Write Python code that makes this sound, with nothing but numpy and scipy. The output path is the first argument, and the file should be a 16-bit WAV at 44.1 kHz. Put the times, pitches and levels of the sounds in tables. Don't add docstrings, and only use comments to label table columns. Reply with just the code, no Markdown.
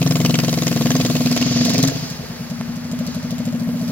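import sys
import numpy as np
from scipy import signal
from scipy.fft import rfft, irfft, next_fast_len
from scipy.io import wavfile
from scipy.ndimage import uniform_filter1d

SR = 44100
rng = np.random.default_rng(int(sys.argv[2]) if len(sys.argv) > 2 else 0)


def convert_level_to_amplitude(level_db):
    exponent = np.asarray(level_db, float) / 20
    return 10 ** exponent


def wav_out(sig):
    wavfile.write(sys.argv[1], SR, np.round(np.clip(np.atleast_2d(sig).T, -1, 1) * 32767).astype(np.int16))


N = 172431

# (time [s], effort [dB], silencer can heard [dB],
# outlet aimed at us [dB], valve side aimed at us [dB])
ENGINE = [(0, -16, 1.5, -12.5, -23), (.4, -15.5, -1.5, -12.5, -32), (.65, -16, -2.5, -12, -27),
          (.95, -11.5, -6.5, -16.5, -34), (1.3, -12, -7, -19.5, -12), (1.38, -15, -13, -14, -12),
          (1.45, -12.5, -6, -23, -42), (1.7, -10.5, -9, -21.5, -12), (1.84, -8.5, -6.5, -22, -8),
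          (1.92, -21.5, -2.5, -15.5, -8), (2.3, -26, -2.5, -40, -28), (2.55, -20.5, -8, -39, -22),
          (2.86, -19.5, -13, -37, -25), (2.95, -14.5, -16, -36, -15), (3.25, -18.5, -8, -39, -18.5),
          (3.47, -13, -13.5, -33, -12), (3.91, -16.5, -8.5, -37, -8)]
# (time [s], pitch [Hz], heard [dB])
NOTE = [(0, 261, -2), (.1, 261, -2), (.2, 239, 0), (.62, 238, -4), (.82, 234, 0), (.92, 250, -2),
        (1.15, 244, -3), (1.3, 243, 3), (1.365, 246, -10), (1.415, 251, 4), (1.5, 249, -2), (1.56, 240, 0),
        (1.72, 240, 0), (1.83, 268, -4), (2.05, 245, -4), (2.3, 234, -3), (3.2, 240, -1.5), (3.91, 238, 0)]
# (time [s], level [dB])
SKID = [(0, -43.5), (.77, -37.5), (1.28, -35.5), (1.45, -31), (1.61, -29), (1.75, -31), (1.9, -36),
        (2.11, -39), (2.2, -44.5), (2.74, -48), (2.97, -49.5), (3.1, -43), (3.18, -45.5), (3.3, -46),
        (3.64, -53.5), (3.91, -44.5)]


def unit(x):
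    return x / np.sqrt(np.mean(x ** 2) + 1e-20)


def along(points, hz):
    f, v = np.transpose(points)
    return np.interp(np.log(hz + 1), np.log(f + 1), v)


def at(rows, s):
    t, *cols = np.transpose(rows)
    return [np.interp(s, t, c) for c in cols]


def filtered(x, response):
    m = next_fast_len(N + SR // 2)
    return irfft(rfft(x, m) * response(np.fft.rfftfreq(m, 1 / SR)), m)[..., :N]


def rush(spectrum, patchy_db):
    # (frequency [Hz], likeness [-1 to 1])
    likeness = [(30, .3), (70, 0.79), (150, .99), (500, 0.35), (1000, 0.45), (4000, 0.62), (12000, 0.42)]
    z = signal.stft(rng.standard_normal((2, N)), nperseg=256)[2]
    patches = uniform_filter1d(rng.standard_normal(z.shape[1:]), size=4, axis=0)
    patches = unit(uniform_filter1d(patches, size=5, axis=1))
    pair = signal.istft(z * convert_level_to_amplitude(patchy_db * patches), nperseg=256)[1]
    pair = np.pad(pair, ((0, 0), (0, 256)))[:, :N]

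    def response(hz):
        colour = convert_level_to_amplitude(along(spectrum, hz)) * np.minimum(1, hz / spectrum[0][0]) ** 2
        angle = np.arccos(np.clip(along(likeness, hz), -1, 1)) / 2
        return colour * [np.cos(angle), np.sin(angle)]

    mid, side = filtered(pair, response)
    return unit(np.array([mid + side, mid - side]))


def bursts(s, db, rise, t60, hz=None, glide=0):
    first = np.floor(s * SR).astype(int)[:, None] + np.arange(SR // 8)
    t = np.maximum(first / SR - s[:, None], 0)
    shape = convert_level_to_amplitude(db[:, None] - 60 * t / t60) * (1 - np.exp(-t / rise)) ** 2
    if hz is not None:
        shape = shape * np.sin(2 * np.pi * t * (hz[:, None] + glide * t / 2))
    ok = (first >= 0) & (first < N)
    return np.bincount(first[ok], shape[ok], N)


def crank(turn=0):
    # (time [s], firings so far)
    progress = [(.0167, 0), (.7148, 15), (1.0003, 21), (1.1, 23), (1.3139, 27), (1.464, 30), (1.6117, 33),
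                (1.79, 37), (1.886, 39), (2.032, 41), (2.2, 43), (2.52, 46), (2.699, 48), (2.935, 51),
                (3.086, 53), (3.252, 55), (3.4035, 57), (3.621, 60), (3.899, 64)]
    s, count = np.transpose(progress)
    s = np.r_[s[0] - .0465, s, s[-1] + .07]
    return np.interp(np.arange(-1, count[-1] + 2) + turn, np.r_[-1, count, count[-1] + 1], s)


def firing_strength():
    s = crank()
    return at(ENGINE, s)[0] + .8 * rng.standard_normal(len(s))


def silencer(strength):
    # (frequency [Hz], level [dB], start after firing [s], rise [s], t60 [s])
    can_modes = [(121.9, 4.5, -.02, 0.0081, 0.14), (147, 6.5, -.016, 0.012, 0.19),
                 (172.5, 6.5, -.014, 0.01, 0.15)]
    outlet_modes = [(282.6, 3, -.005, 0.0033, 0.11), (324.5, 5, -.003, 0.0033, 0.09),
                    (380, -2, -.003, 0.003, 0.06), (443, 4.5, -.002, 0.0019, 0.064),
                    (502.5, 7, -.002, 0.0021, 0.062), (588, -1, -.002, 0.00085, 0.077),
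                    (704, 6.5, -.001, 0.00097, 0.041), (851, 4, -.001, 0.0017, 0.026),
                    (1090, 2, -.001, 0.00047, 0.028)]
    s = crank()
    _, can, aim, _ = at(ENGINE, s)
    jitter = .00012 * rng.standard_normal(len(s))
    out = np.zeros(N)
    for modes, heard in [(can_modes, can), (outlet_modes, .79 * aim + 2)]:
        for hz, db, lag, rise, t60 in modes:
            level_chance, pitch_chance = rng.standard_normal((2, len(s)))
            level = strength + heard + db + .9 * level_chance
            out += bursts(s + lag + jitter, level, rise, t60, hz * (1 + .006 * pitch_chance))
    return out


def pipe(strength):
    s = crank()
    note, heard = at(NOTE, s)
    return bursts(s - .011, strength + heard + 5.5, rise=.008, t60=.19, hz=note)


def blow_down(strength):
    s = crank()
    aim = at(ENGINE, s)[2]
    level = strength + 18 - .5 * (aim + 35)
    return bursts(s - .0281, level, rise=.023, t60=.077, hz=118.8 + 0 * s, glide=2947)


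def intake(strength):
    s = crank()
    aim = at(ENGINE, s)[2]
    note, heard = at(NOTE, s)
    level = strength + heard + 19 - .3 * (aim + 35)
    return bursts(crank(-.55), level, rise=.022, t60=.053, hz=note * 239 / NOTE[-1][1])


def valve_chest(strength):
    # (crank position [cycles], frequency [Hz], level [dB], rise [s], t60 [s])
    puffs = [
        (-.3, 620, -10, 0.003, 0.037),
        (-.06, 620, -7, 0.004, 0.04),
        (-.08, 490, -9, 0.006, 0.051),
    ]
    s = crank()
    _, _, aim, valve = at(ENGINE, s)
    heard = strength - .5 * (aim + 35) + .3 * (valve + 25)
    out = np.zeros(N)
    for turn, hz, db, rise, t60 in puffs:
        level_chance, pitch_chance = rng.standard_normal((2, len(s)))
        pitch = hz * (1 + .035 * pitch_chance)
        out += bursts(crank(turn), heard + db + 1.5 * level_chance, rise, t60, pitch)
    return out


def outlet_cracks():
    # (time [s], first crack [dB], second crack over it [dB])
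    bangs = [(0.0164, -14, 0), (0.0618, -14, 0), (0.1077, -13, 0), (0.155, -13, 0), (0.2019, -15, 0),
             (0.2488, -9, 0), (0.2947, -13, 0), (0.3416, -11, 0), (0.3885, -10, 0), (0.4344, -13, 0),
             (0.4808, -13, 0), (0.5272, -12, 0), (0.5731, -15, 0), (0.62, -14, 0), (0.6669, -10, 0),
             (0.7143, -14, 0), (0.7612, -15, 0), (0.8076, -14, 0), (0.855, -15, 0), (0.9118, -10, 0),
             (0.9502, -12, 0), (1.0001, -11, 0), (1.049, -11, 0), (1.0989, -15, 0), (1.1513, -12, 0),
             (1.2052, -18, 0), (1.26, -14, 0), (1.3124, -12, 0), (1.3643, -10, 0), (1.4142, -10, 0)]
    # (delay after firing [s], level [dB], t60 [s])
    pair = [
        (-.002, 15, 0.033),
        (.0098, 14, 0.032),
    ]
    # (frequency [Hz], level [dB per Hz])
    colour = [(600, -12), (900, -8), (2600, -1), (4100, -0.5), (6000, -1), (7400, -4), (8800, -20.5),
              (16000, -19)]
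    s = crank()
    effort, _, aim, _ = at(ENGINE, s)
    first, second = at(bangs, s)
    level = np.where(s < 1.44, first - 16, effort + aim)
    gate = sum(bursts(s + lag, level + db + k * second, .0011, t60)
               for k, (lag, db, t60) in enumerate(pair))
    return gate * rush(colour, patchy_db=4)


def valve_ticks():
    # (time [s], peak level [dB])
    taps = [(1.6501, -12), (1.695, -14), (1.735, -13), (1.7799, -11), (1.8277, -8), (1.8741, -12),
            (2.1001, -22), (2.5002, -26), (2.7581, -28), (2.8434, -32), (2.9138, -25), (2.9886, -24),
            (3.0654, -22), (3.1457, -24), (3.2281, -30), (3.3064, -24), (3.3817, -27), (3.4531, -24),
            (3.5244, -30), (3.5972, -29), (3.7938, -31), (3.8144, -28), (3.8784, -27)]
    # (delay after tap [s], level [dB], t60 [s])
    pair = [
        (0, -2, 0.028),
        (.0075, -9, 0.04),
    ]
    # (frequency [Hz], level [dB per Hz])
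    colour = [(1500, -26), (2200, -6), (4000, 4.5), (7000, 4.5), (8500, -7), (12000, -7), (16000, -10)]
    s, level = np.transpose(taps)
    gate = sum(bursts(s + lag - .0005, level + db, .0005, t60) for lag, db, t60 in pair)
    return gate * rush(colour, patchy_db=3)


def treble_rush():
    # (time [s], level [dB])
    rush_level = [(0.0, -40), (0.6, -39), (1.28, -40), (1.44, -46), (1.63, -46), (1.76, -45), (2.54, -53),
                  (2.85, -54), (3.43, -54), (3.66, -50), (3.91, -49)]
    # (frequency [Hz], level [dB per Hz])
    colour = [(2000, -3), (5000, -8), (7400, 1), (8800, -4), (10500, -2), (11500, 2), (13200, -2),
              (15000, -1)]
    return convert_level_to_amplitude(4 + at(rush_level, np.arange(N) / SR)[0]) * rush(colour, patchy_db=3)


def sliding_hiss():
    # (frequency [Hz], level [dB per Hz])
    colour = [(590, -25), (1000, -17.5), (2390, -2.5), (3620, -1), (4620, 6.5), (6860, 0.5), (8450, -28.5),
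              (16000, -32)]
    return convert_level_to_amplitude(5 + at(SKID, np.arange(N) / SR)[0]) * rush(colour, patchy_db=1)


def hollow_drumming():
    # (time [s], level [dB])
    drumming = [(0, -53), (1.55, -44), (1.68, -30), (1.75, -29.5), (1.9, -30.5), (1.97, -44), (2.17, -48.5),
                (2.25, -37), (2.39, -46), (2.45, -55), (3.91, -50)]
    # (frequency [Hz], level [dB per Hz])
    colour = [(340, -6), (440, 2), (520, 2), (590, -6), (680, 6), (800, -22), (2000, -13), (4000, -43)]
    return convert_level_to_amplitude(at(drumming, np.arange(N) / SR)[0]) * rush(colour, patchy_db=5.5)


def pebble():
    # (time [s], peak level [dB])
    snaps = [
        (2.612, -14),
    ]
    click = np.zeros(N)
    for s, db in snaps:
        click[round(s * SR)] = convert_level_to_amplitude(db + 21)

    def response(hz):
        resonance = 1j * hz * 1400 / (650 ** 2 - hz * hz + 1j * hz * 1400)
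        return resonance / (1 + 1j * hz / 5000)

    return filtered(click, response)


def rolling_rumble():
    # (frequency [Hz], level [dB per Hz])
    colour = [(30, -1), (55, 0), (120, -2.5), (300, -12), (900, -13), (2000, -16.5), (5000, -27),
              (8500, -36), (16000, -38)]
    slide = at(SKID, np.arange(N) / SR)[0]
    return convert_level_to_amplitude(-36.5 + .14 * (slide - slide.min())) * rush(colour, patchy_db=1)


def lot(x):
    # (frequency [Hz], t60 [s])
    decay = [(100, 1), (1000, 1), (8000, 0.37)]
    hz, t, z = signal.stft(rng.standard_normal((2, SR // 2)), SR, nperseg=256)
    tail = signal.istft(z * convert_level_to_amplitude(-60 * t / along(decay, hz)[:, None]), SR, nperseg=256)[1]
    return signal.fftconvolve(x, tail / np.linalg.norm(tail[0]), axes=1)[:, :N]


def scene():
    strength = firing_strength()
    tones = silencer(strength) + pipe(strength) + blow_down(strength)
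    tones = tones + intake(strength) + valve_chest(strength)
    trike = tones + outlet_cracks() + valve_ticks() + treble_rush()
    wheels = sliding_hiss() + hollow_drumming() + pebble() + rolling_rumble()
    return trike + convert_level_to_amplitude(-17) * lot(trike) + wheels


def top_cut(x):
    return signal.sosfilt(signal.butter(12, 17020, fs=SR, output="sos"), x)


def record(dry):
    # (frequency [Hz], left over right [dB])
    lean = [(60, 2), (180, 1.0), (550, 0.5), (1650, 1), (4970, -2), (15000, 9)]
    side = np.array([[1], [-1]])
    lag_s, low_cut_hz, top_hz = .00008, 78, 15900

    def ports(hz):
        colour = convert_level_to_amplitude(side * along(lean, hz) / 2)
        delay = np.exp(1j * np.pi * side * hz * lag_s)
        return colour * delay * (hz < top_hz) / np.sqrt(1 + (low_cut_hz / (hz + 1)) ** 4)

    return top_cut(filtered(dry, ports))


dry = scene()
out = record(dry)
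wav_out(out)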